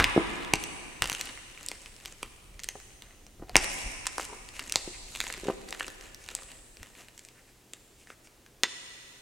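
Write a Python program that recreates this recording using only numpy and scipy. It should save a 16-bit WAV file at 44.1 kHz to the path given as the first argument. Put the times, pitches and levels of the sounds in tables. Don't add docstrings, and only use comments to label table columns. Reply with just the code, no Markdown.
import sys
import numpy as np
from scipy import signal
from scipy.io import wavfile

SR = 44100
rng = np.random.default_rng(int(sys.argv[2]) if len(sys.argv) > 2 else 0)


def wav_record(signal):
    frames = np.transpose(np.atleast_2d(signal))
    bounded = np.clip(frames, -1, 1)
    quanta = np.round(bounded * 32767).astype(np.int16)
    wavfile.write(sys.argv[1], SR, quanta)


N = 406161
LEAD = SR // 10
TIME = np.arange(-LEAD, N) / SR
SNAP_S = 0.004


def from_db(db):
    return 10 ** (np.asarray(db) / 20)


def rms_one(x):
    return x / np.sqrt(np.mean(x ** 2) + 1e-20)


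def in_time(rows):
    s, *columns = np.transpose(rows)
    return [np.interp(TIME, s, column) for column in columns]


def at_hz(points, hz):
    table_hz, values = np.array(points).T
    return np.interp(np.log(hz), np.log(table_hz), values)


def band(x, low_hz, high_hz):
    edges = [low_hz, min(high_hz, 0.48 * SR)]
    return signal.sosfilt(signal.butter(2, edges, "band", fs=SR, output="sos"), x)


def bell(x, hz, q, gain_db):
    a = from_db(gain_db / 2)
    w = 2 * np.pi * hz / SR
    k = np.sin(w) / (2 * q)
    c = -2 * np.cos(w)
    return signal.lfilter([1 + k * a, c, 1 - k * a], [1 + k / a, c, 1 - k / a], x)


def add(track, s, sound):
    at = max(round(s * SR) + LEAD, 0)
    track[at:at + len(sound)] += sound[:len(track) - at]


def swell(start_s, hold_s, rise_s, fall_s, t=TIME):
    before = np.minimum(t - start_s, 0) / rise_s
    after = np.maximum(t - start_s - hold_s, 0) / fall_s
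    return np.exp(np.maximum(before - after, -30))


def noise_bands(size, channels=1, count=24):
    edges = np.geomspace(18, 17000, 25)[:count + 1]
    white = rng.standard_normal((2, channels, size))
    for k, (low, high) in enumerate(zip(edges, edges[1:])):
        yield np.sqrt(low * high), band(white[k % 2], low, high)


def fracture(t, run_s, ragged, crumble, crumble_s):
    decay = ragged * np.exp(-t / run_s) + crumble * np.exp(-t / crumble_s)
    burst = rng.standard_normal(len(t)) * decay
    burst[0] += 1
    return burst


def snaps(breaks, ring_q=3.9, ring_db=8, body_db=0, crack_db=0, splinter_db=0, top_db=-12):
    out = np.zeros(len(TIME))
    t = np.arange(SR // 50) / SR
    for s, ring_hz, body, crack, splinter in breaks:
        burst = fracture(t, run_s=0.00087, ragged=0.27, crumble=0.01, crumble_s=0.0029)
        burst = bell(burst, ring_hz, ring_q, ring_db)
        burst = bell(bell(burst, 600, 4.8, -5.0), 1600, 14.0, -2.4)

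        hollow = band(band(burst, 310, 1300), 160, 4800)
        middle = band(burst, 1590, 3100)
        bright = bell(band(burst, 4020, 10180), 10400, 8, -5.0)
        bright = bright + from_db(top_db) * band(burst, 11200, 13000)

        parts = from_db(body + body_db) * rms_one(hollow)
        parts = parts - from_db(crack + crack_db) * rms_one(middle)
        parts = parts + from_db(splinter + splinter_db) * rms_one(bright)
        add(out, s, parts * np.sqrt(SNAP_S * SR / len(t)))
    return out


def mode(hz, db, t60, wave=np.sin):
    t = np.arange(SR // 20) / SR
    ring = wave(2 * np.pi * hz * t) * np.exp(-np.log(1000) * t / t60)
    return from_db(db) * rms_one(ring) * np.sqrt(SNAP_S * SR / len(t))


def aftermath(thud_hz=125, thud_t60=0.033):
    # [(f/Hz, level/dB before the band-pass, t60/s), ..]
    ringing_pieces = [(-.012, [(1625, -12, 0.014), (2470, -14.5, 0.0083)]),
                      (.0005, [(1480, -18.5, 0.0055)]), (.0427, [(2860, -22, .006), (4400, -28, 0.0025)]),
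                      (0.5364, [(763, -23, 0.0063), (2310, -18, 0.012), (2770, -19, 0.0084),
                      (3870, -30.5, .007), (6050, -23.5, .004), (9450, -24, .008)]),
                      (3.556, [(724, -18, 0.004), (1650, -13.5, 0.0036), (2280, -6, 0.0059)]),
                      (3.5664, [(5500, -14.5, 0.0031), (7150, -21, .008), (8500, -16, .003)]),
                      (4.758, [(4340, -19.5, 0.0032), (7600, -19.5, 0.0026)]),
                      (6.351, [(7820, -26.5, 0.0023)]), (7.7354, [(3750, -42.5, .006), (6700, -46, .004)]),
                      (8.6345, [(1240, -33, 0.012), (1960, -22, 0.016), (2580, -21.5, 0.0092),
                      (3000, -22.5, 0.0059), (3560, -21.5, 0.016), (4230, -24.5, 0.0068),
                      (5440, -26.5, .005), (6600, -23, 0.004)])]
    # t/s, level/dB
    recoils = [(0.538, -26), (1.023, -35), (1.118, -40.5), (3.557, -27.5), (4.759, -40.5)]
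    out = np.zeros(len(TIME))
    for s, modes in ringing_pieces:
        ring = sum((-1) ** k * mode(*row, np.cos) for k, row in enumerate(modes))
        add(out, s, band(ring, 170, 11000))
    for s, db in recoils:
        add(out, s, mode(thud_hz, db, thud_t60))
    return out


def chips(grind_db, coarse, per_s=10, full_db=-50, size_db=-50, follows=0.46, spread_db=3,
          body_db=-10, crack_db=-2):
    effort_db = np.minimum(grind_db - full_db, 3)
    rate = per_s * coarse * from_db(0.6 * effort_db)
    at = np.flatnonzero(rng.random(len(TIME)) < rate / SR)
    chance = rng.standard_normal((len(at), 4))
    ring_hz = np.clip(4200 * 2 ** (1.04 * chance[:, 0]), 1800, 9000)
    overall_db = size_db + follows * effort_db[at]
    levels = overall_db[:, None] + [body_db, crack_db, 0] + spread_db * chance[:, 1:]
    return list(np.column_stack([TIME[at], ring_hz, levels]))


def grinding(press_s=0.032, release_s=0.04, trickle_db=-16, trickle_s=0.57):
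    # start t/s, hold/s, grit level/dB, brightness/dB, share of coarse grains (0-1)
    squeezes = [(-.04, 0.045, -28.5, -5.5, 0.6), (.3, 0.087, -53, -2, 0.3), (1.05, 0.24, -47, -1.5, 0.85),
                (1.11, .04, -42.5, 3, 0.9), (1.62, 0.12, -49, 0, 0.78), (1.831, 0.035, -52.5, 0.5, 0.47),
                (2.041, 0.069, -50, 1, 0.97), (2.22, 0.046, -56, 0, 0.9), (2.62, 0.29, -59.5, 1, 0.64),
                (3.03, 0.088, -61.5, -6, 0.46), (3.591, 0.064, -38, -3.5, 0.96),
                (3.721, 0.095, -45, 4.5, 0.3), (3.88, 0.051, -50.5, 2.5, 0.43),
                (4.18, 0.053, -43.5, 2.5, 1), (4.56, 0.32, -48.5, 0, 0.6), (5.121, 0.027, -45, 4, .8),
                (5.2, 0.083, -45, 3.5, 0.56), (5.3, 0.19, -48, -2, 0.98), (5.689, 0.22, -50, 3, 0.86),
                (6.045, 0.014, -48.5, 0, 0.17), (6.29, 0.12, -51.5, 0.5, 0.5),
                (6.49, 0.048, -54, -2.5, 0.3), (6.819, 0.053, -55.5, -2, 0.66), (6.989, 0.013, -47.5, 0, 0),
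                (7.169, 0.085, -63.5, 6, 0.7), (7.73, 0.042, -62.5, 1, 0.73), (9.03, 0.22, -64.5, 5, .3)]
    t = TIME[::40]
    power = colour = coarse = 0
    for s, hold_s, db, bright_db, share in squeezes:
        press = swell(s, hold_s, press_s, release_s, t)
        trickle = from_db(trickle_db) * swell(s, hold_s, press_s, trickle_s, t)
        own = (from_db(db) * np.maximum(press, trickle)) ** 2
        power = power + own
        colour = colour + own * bright_db
        coarse = coarse + own * share
    curves = 10 * np.log10(power), colour / power, np.clip(coarse / power, 0, 1)
    return [np.interp(TIME, t, curve) for curve in curves]


def grit(grind_db, bright_db, per_s, spread_db, own_db, level_db):
    # f/Hz, level/dB
    grain_colour = [(300, 4), (600, 3.5), (1100, 0), (1500, 3), (2300, 5.5), (3400, 1.5), (5500, -3),
                    (8000, 2.5), (10500, -10.5), (15000, -30)]
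    at = np.flatnonzero(rng.random(len(TIME)) < per_s / SR)
    size_db = spread_db * np.minimum(rng.exponential(1, len(at)), 4.5)
    sizes = from_db(size_db) * rng.choice([-1, 1], len(at))
    edges = np.geomspace(220, 16000, 14)
    out = 0
    for low, high in zip(edges, edges[1:]):
        hz = np.sqrt(low * high)
        tilt_db = bright_db[at] * np.clip(np.log2(hz / 3500), -1, 1)
        chance_db = own_db * np.clip(rng.standard_normal(len(at)), -1, 1)
        clicks = np.full(len(TIME), 1e-18)
        clicks[at] = sizes * from_db(at_hz(grain_colour, hz) + tilt_db + chance_db)
        out = out + band(clicks, low, high)
    return from_db(grind_db + level_db) * rms_one(out)


def knocks(contact_hz=1500, level_db=0, scuff_db=-21, scuff_s=0.0048, attack_s=0.0004):
    # t/s, level/dB before the modes, pitch f/Hz, hardness/dB
    blows = [(.163, -10.5, 383, -5), (.177, -7.5, 343, 4.5), (2.754, -38, 428, 15.5), (3.397, -45, 380, 9),
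             (3.424, -35.5, 360, 10), (3.495, -34, 730, -8), (4.876, -28.5, 360, -6),
             (5.378, -37, 384, -19), (5.434, -29, 372, -24), (5.455, -28, 400, -19.5), (5.467, -32, 383, 5),
             (5.484, -19.5, 394, 11.5), (5.4994, -21, 386, 12)]
    # multiple of the pitch, level/dB, t60/s
    bowl_modes = [(.62, -14, 0.035), (1, -1.5, 0.054), (1.25, -1, 0.017), (1.84, -15.5, 0.04),
                  (2.7, -10, 0.0085), (3.6, -19, 0.015)]
    out = np.zeros(len(TIME))
    t = np.arange(SR // 8) / SR
    for s, db, pitch, hard_db in blows:
        scuff = rms_one(band(rng.standard_normal(len(t)), 350, 1200)) * np.exp(-t / scuff_s)
        ring = from_db(db + scuff_db + hard_db) * scuff
        for multiple, mode_db, t60 in bowl_modes:
            hz = pitch * multiple * (1 + 0.082 * rng.standard_normal() * (multiple - 1))
            gain = from_db(db + mode_db + hard_db * np.clip(np.log2(multiple), 0, 1))
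            ring = ring + gain * np.sin(2 * np.pi * hz * t) * np.exp(-np.log(1000) * t / t60)
        softened = ring * (1 - np.exp(-t / attack_s))
        add(out, s, from_db(level_db) * band(softened, 110, contact_hz))
    return out


def rubs(slips_per_s=700, hollow_t60=0.022, block_t60=0.012, block_db=0, rasp_db=-5,
         rise_s=0.006, fall_s=0.013):
    # start t/s, hold/s, level/dB, hollow of the hand f/Hz, ring of the block f/Hz
    block_rubs = [(3.424, 0.0076, -49, 324, 720), (3.475, 0.023, -57, 325, 740),
                  (4.295, 0.016, -45, 398, 910), (4.327, 0.014, -41, 420, 880)]
    out = 0
    for s, hold_s, db, hollow_hz, block_hz in block_rubs:
        slips = (rng.random(len(TIME)) < slips_per_s / SR) * rng.standard_normal(len(TIME))
        response = mode(hollow_hz, 0, hollow_t60) - mode(block_hz, block_db, block_t60)
        rings = signal.oaconvolve(slips, response)[:len(TIME)]
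        rasp = band(slips + 1e-18, 260, 1400)
        sound = rms_one(rings) + from_db(rasp_db) * rms_one(rasp)
        out = out + from_db(db) * swell(s, hold_s, rise_s, fall_s) * sound
    return out


def rustles(grain_db=4, width_hz=900, hiss_low_hz=4800, hiss_high_hz=9500):
    # start t/s, length/s, rasp level/dB, resonance at the start f/Hz, at the end f/Hz, hiss level/dB
    slides = [(4.535, 0.046, -52, 2700, 2480, -53), (4.925, 0.046, -49, 2400, 2213, -60),
              (6.189, 0.075, -61, 2400, 2000, -57), (7.347, 0.072, -61, 1800, 1995, -67.5),
              (7.45, 0.079, -66, 2100, 2000, -69), (7.969, 0.093, -64.5, 2750, 2450, -63),
              (8.059, 0.092, -60, 2450, 1890, -61), (8.229, 0.055, -67, 2400, 2200, -60)]
    out = np.zeros(len(TIME))
    lowpass = signal.butter(2, width_hz / 2, fs=SR, output="sos")
    for s, length_s, db, from_hz, to_hz, hiss_db in slides:
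        size = int(length_s * SR)
        chance = rng.standard_normal((3, SR // 4))[:, :size]
        grains = chance[:2] * from_db(grain_db * chance[2])
        glide = np.cos(2 * np.pi * np.cumsum(np.linspace(from_hz, to_hz, size)) / SR)
        rasp = glide * signal.sosfilt(lowpass, grains[0])
        hiss = band(grains[1], hiss_low_hz, hiss_high_hz)
        sound = from_db(db) * rms_one(rasp) + from_db(hiss_db) * rms_one(hiss)
        add(out, s, np.sin(np.linspace(0, np.pi, size)) * sound)
    return out


def reflections(x, near_db=-14.5, near_t60=0.16):
    t = np.arange(SR // 4) / SR
    echoes = band(rng.standard_normal(len(t)), 160, 8000)
    echoes = echoes * np.exp(-np.log(1000) * t / near_t60) * (t > 0.002)
    response = from_db(near_db) * rms_one(echoes) / np.sqrt(len(t))
    return signal.fftconvolve(x, response)[:len(x)]


def hall(x, hall_db=-13, delay_s=0.033, swell_s=0.026, sheen_hz=9350, sheen_db=4, top_hz=9800):
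    # f/Hz, level/dB
    hall_colour = [(25, -1), (100, -3), (220, -1.5), (350, -1.5), (600, -2), (1200, -1), (1800, -1.5),
                   (2500, 0.5), (4000, -2.5), (6000, -2.5), (8000, 1), (10000, 6)]
    # f/Hz, t60/s
    hall_decay = [(100, 2.8), (500, 2.38), (2500, 2.4), (6000, 2.42), (9500, 1.97)]
    t = np.arange(int(2.5 * SR)) / SR
    tail = 0
    for hz, noise in noise_bands(len(t), channels=2):
        decay = np.exp(-np.log(1000) * t / at_hz(hall_decay, hz))
        tail = tail + noise * from_db(at_hz(hall_colour, hz)) * decay
    tail = tail * np.clip((t - delay_s) / swell_s, 0, 1)
    tail = bell(tail, sheen_hz, 15.0, sheen_db)
    tail = signal.sosfilt(signal.butter(20, top_hz, fs=SR, output="sos"), tail)
    response = from_db(hall_db) * rms_one(tail) / np.sqrt(len(t))
    return signal.fftconvolve(x[None], response, axes=1)[:, :len(x)]


def background(air_db=-61, rumble_db=-1, hum_db=-72, jolt_rise_s=0.015, jolt_fall_s=0.032):
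    # f/Hz, level/dB
    air_colour = [(20, -8), (60, -4), (120, -8), (180, -7.5), (350, -5), (600, -11), (1200, -17.5),
                  (3000, -19), (8000, -20), (15000, -26.5)]
    # f/Hz, level/dB
    rumble_colour = [(20, 6), (45, 1), (75, -5), (140, -14.5), (280, -18), (600, -50.5)]
    # t/s, level/dB before rumble_db
    rumble_level = [(0, -68), (1.4, -57), (2.4, -55), (3.1, -57), (3.7, -52.5), (5.4, -52), (6.5, -58.5),
                    (7.1, -66), (9.2, -70)]
    # t/s, level/dB before rumble_db
    jolts = [(0, -19), (0.539, -37.5), (1.032, -34), (2.559, -53), (3.41, -44), (3.561, -34), (3.86, -41),
             (6.81, -49)]
    air = sum(from_db(at_hz(air_colour, hz)) * noise[0] for hz, noise in noise_bands(len(TIME)))
    rumble = sum(from_db(at_hz(rumble_colour, hz)) * noise[0]
                 for hz, noise in noise_bands(len(TIME), count=12))
    handling = from_db(in_time(rumble_level)[0])
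    for s, db in jolts:
        handling = handling + from_db(db) * swell(s, 0, jolt_rise_s, jolt_fall_s)
    hum = from_db(hum_db) * np.sin(2 * np.pi * 120 * TIME)
    return from_db(air_db) * rms_one(air) + from_db(rumble_db) * handling * rms_one(rumble) + hum


def scene():
    # t/s, ring of the piece f/Hz, hollow body level/dB, crack level/dB, splinter level/dB
    clear_breaks = [(-0.012, 3600, -6, -21, -24), (0.0423, 2920, -33, -19, -25.5),
                    (0.448, 2880, -66, -38.5, -47), (0.5367, 4220, -20, -38, -23),
                    (0.556, 4240, -59, -58, -34), (0.6385, 6240, -58, -39.5, -33),
                    (1.0214, 2690, -31, -21.5, -25), (1.0293, 2700, -38, -40, -42),
                    (1.034, 2700, -43, -43, -43), (1.0744, 5000, -52, -43, -37),
                    (1.0417, 2613, -34, -38, -33), (1.057, 2850, -41, -34, -38),
                    (1.098, 2720, -36, -34, -29.5), (1.118, 2800, -33.5, -45, -35),
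                    (1.1285, 5700, -62, -39, -32.5), (1.1495, 2880, -64, -33, -37),
                    (1.2022, 2504, -47, -47, -46), (1.2115, 4130, -63, -36.5, -29),
                    (1.255, 7010, -61.5, -57, -44), (1.375, 2045, -48.5, -46.5, -54.5),
                    (1.5759, 2380, -60, -44, -57), (1.6628, 7800, -74, -54, -34.5),
                    (1.6859, 8340, -78, -50, -29.5), (1.7156, 2110, -39.5, -40, -39),
                    (1.8598, 2600, -61, -43.5, -51), (2.0516, 4500, -56, -48, -49),
                    (2.058, 2700, -47.5, -41, -38.5), (2.2298, 2380, -34.5, -36, -36.5),
                    (2.5937, 6170, -68, -43.5, -45), (2.6006, 6200, -63, -51, -46),
                    (2.6353, 6360, -66, -48, -36.5), (2.643, 8400, -64, -43.5, -35),
                    (2.688, 6040, -45.5, -34.5, -29.5), (3.022, 3680, -55.5, -50.5, -46.5),
                    (3.266, 5920, -55, -64, -50.5), (3.495, 2550, -43, -53, -45.5),
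                    (3.556, 2400, -18.5, -22.5, -28), (3.557, 419, -21.5, -28, -50),
                    (3.563, 6000, -36, -36, -33), (3.5666, 8850, -24, -28, -25),
                    (3.6436, 7640, -45, -45, -33), (4.0565, 2600, -52, -41, -45),
                    (4.0681, 7540, -37, -31.5, -26.5), (4.072, 7100, -46, -38, -30.5),
                    (4.1818, 1720, -27.5, -47, -33.5), (4.1971, 1700, -29.5, -43, -55),
                    (4.2077, 5000, -59, -56, -44), (4.2223, 4440, -61, -47, -45),
                    (4.245, 7450, -57, -51, -46), (4.252, 9400, -58, -57, -39),
                    (4.489, 4500, -62, -49, -45), (4.5665, 2600, -61, -48, -52),
                    (4.5938, 2620, -44.5, -33.5, -38.5), (4.5982, 5000, -61, -41, -42),
                    (4.697, 2660, -65, -40.5, -37), (4.723, 6250, -47, -38, -25),
                    (4.74, 2450, -48, -43, -45), (4.758, 4030, -27.5, -29, -29),
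                    (4.7697, 4370, -50, -49, -37), (5.151, 3520, -50, -39, -42),
                    (5.1592, 3100, -46, -42, -39), (5.2036, 3550, -42, -29, -28),
                    (5.213, 2300, -44, -35, -39), (5.24, 1970, -42, -41, -43),
                    (5.2675, 3220, -38, -43, -44), (5.3014, 2120, -38, -37.5, -53),
                    (5.326, 7900, -59, -44, -36.5), (5.3392, 2190, -52, -37.5, -42),
                    (5.3783, 2970, -51, -52, -47), (5.4426, 6000, -54, -50, -48),
                    (5.6886, 5000, -53, -51, -45), (5.7073, 8130, -64, -63, -39),
                    (5.7264, 2256, -37, -36.5, -39.5), (5.749, 1301, -48, -45, -52),
                    (5.7979, 2210, -51, -41, -39.5), (5.8073, 1770, -32, -30.5, -70),
                    (5.827, 2600, -50, -41, -54), (5.8302, 8900, -58, -52, -42),
                    (5.8446, 2710, -50, -40, -56), (5.881, 9000, -39.5, -55, -39.5),
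                    (6.0106, 2700, -62, -52, -47.5), (6.146, 5880, -71, -57, -42),
                    (6.2404, 7000, -68, -60, -51), (6.288, 3300, -48, -39.5, -41.5),
                    (6.3034, 3110, -55, -57, -48), (6.317, 1280, -48.5, -57, -56),
                    (6.351, 7700, -51, -44, -39), (6.389, 1760, -47.5, -59, -62),
                    (6.422, 1144, -48.5, -62, -58), (6.77, 2370, -59, -55, -50.5),
                    (6.8307, 1910, -49, -45.5, -44.5), (7.0845, 3000, -64, -51, -54),
                    (7.178, 7600, -70.5, -56, -46), (7.193, 7520, -71, -51.5, -45.5),
                    (7.25, 8620, -67.5, -57, -46), (7.287, 2150, -65, -58, -51),
                    (7.7351, 7650, -51.5, -54, -38), (8.072, 1840, -54, -57, -61),
                    (8.1027, 1510, -42, -56, -61.5), (8.2727, 2400, -60.5, -57.5, -60.5),
                    (8.463, 1604, -63, -54, -60), (8.6345, 8300, -28.5, -29, -26.5),
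                    (8.6406, 1940, -28, -36, -37)]
    grind_db, bright_db, coarse = grinding()
    crumbs = grit(grind_db, bright_db, per_s=2200, spread_db=6.5, own_db=10.5, level_db=-0.5)
    powder = grit(grind_db, bright_db, per_s=6000, spread_db=4.0, own_db=7.5, level_db=-3.0)
    grains = np.sqrt(coarse) * crumbs + np.sqrt(1 - coarse) * powder
    breaking = snaps(clear_breaks) + aftermath() + snaps(chips(grind_db, coarse))
    close = breaking + grains + knocks() + rubs() + rustles()
    middle = close + reflections(close) + background()
    return (middle + hall(middle))[:, LEAD:]


def record(dry, cutoff_hz=17300):
    lowpass = signal.cheby2(12, 70, cutoff_hz, fs=SR, output="sos")
    return signal.sosfilt(lowpass, np.clip(dry, -1, 1))


dry = scene()
out = record(dry)
wav_record(out)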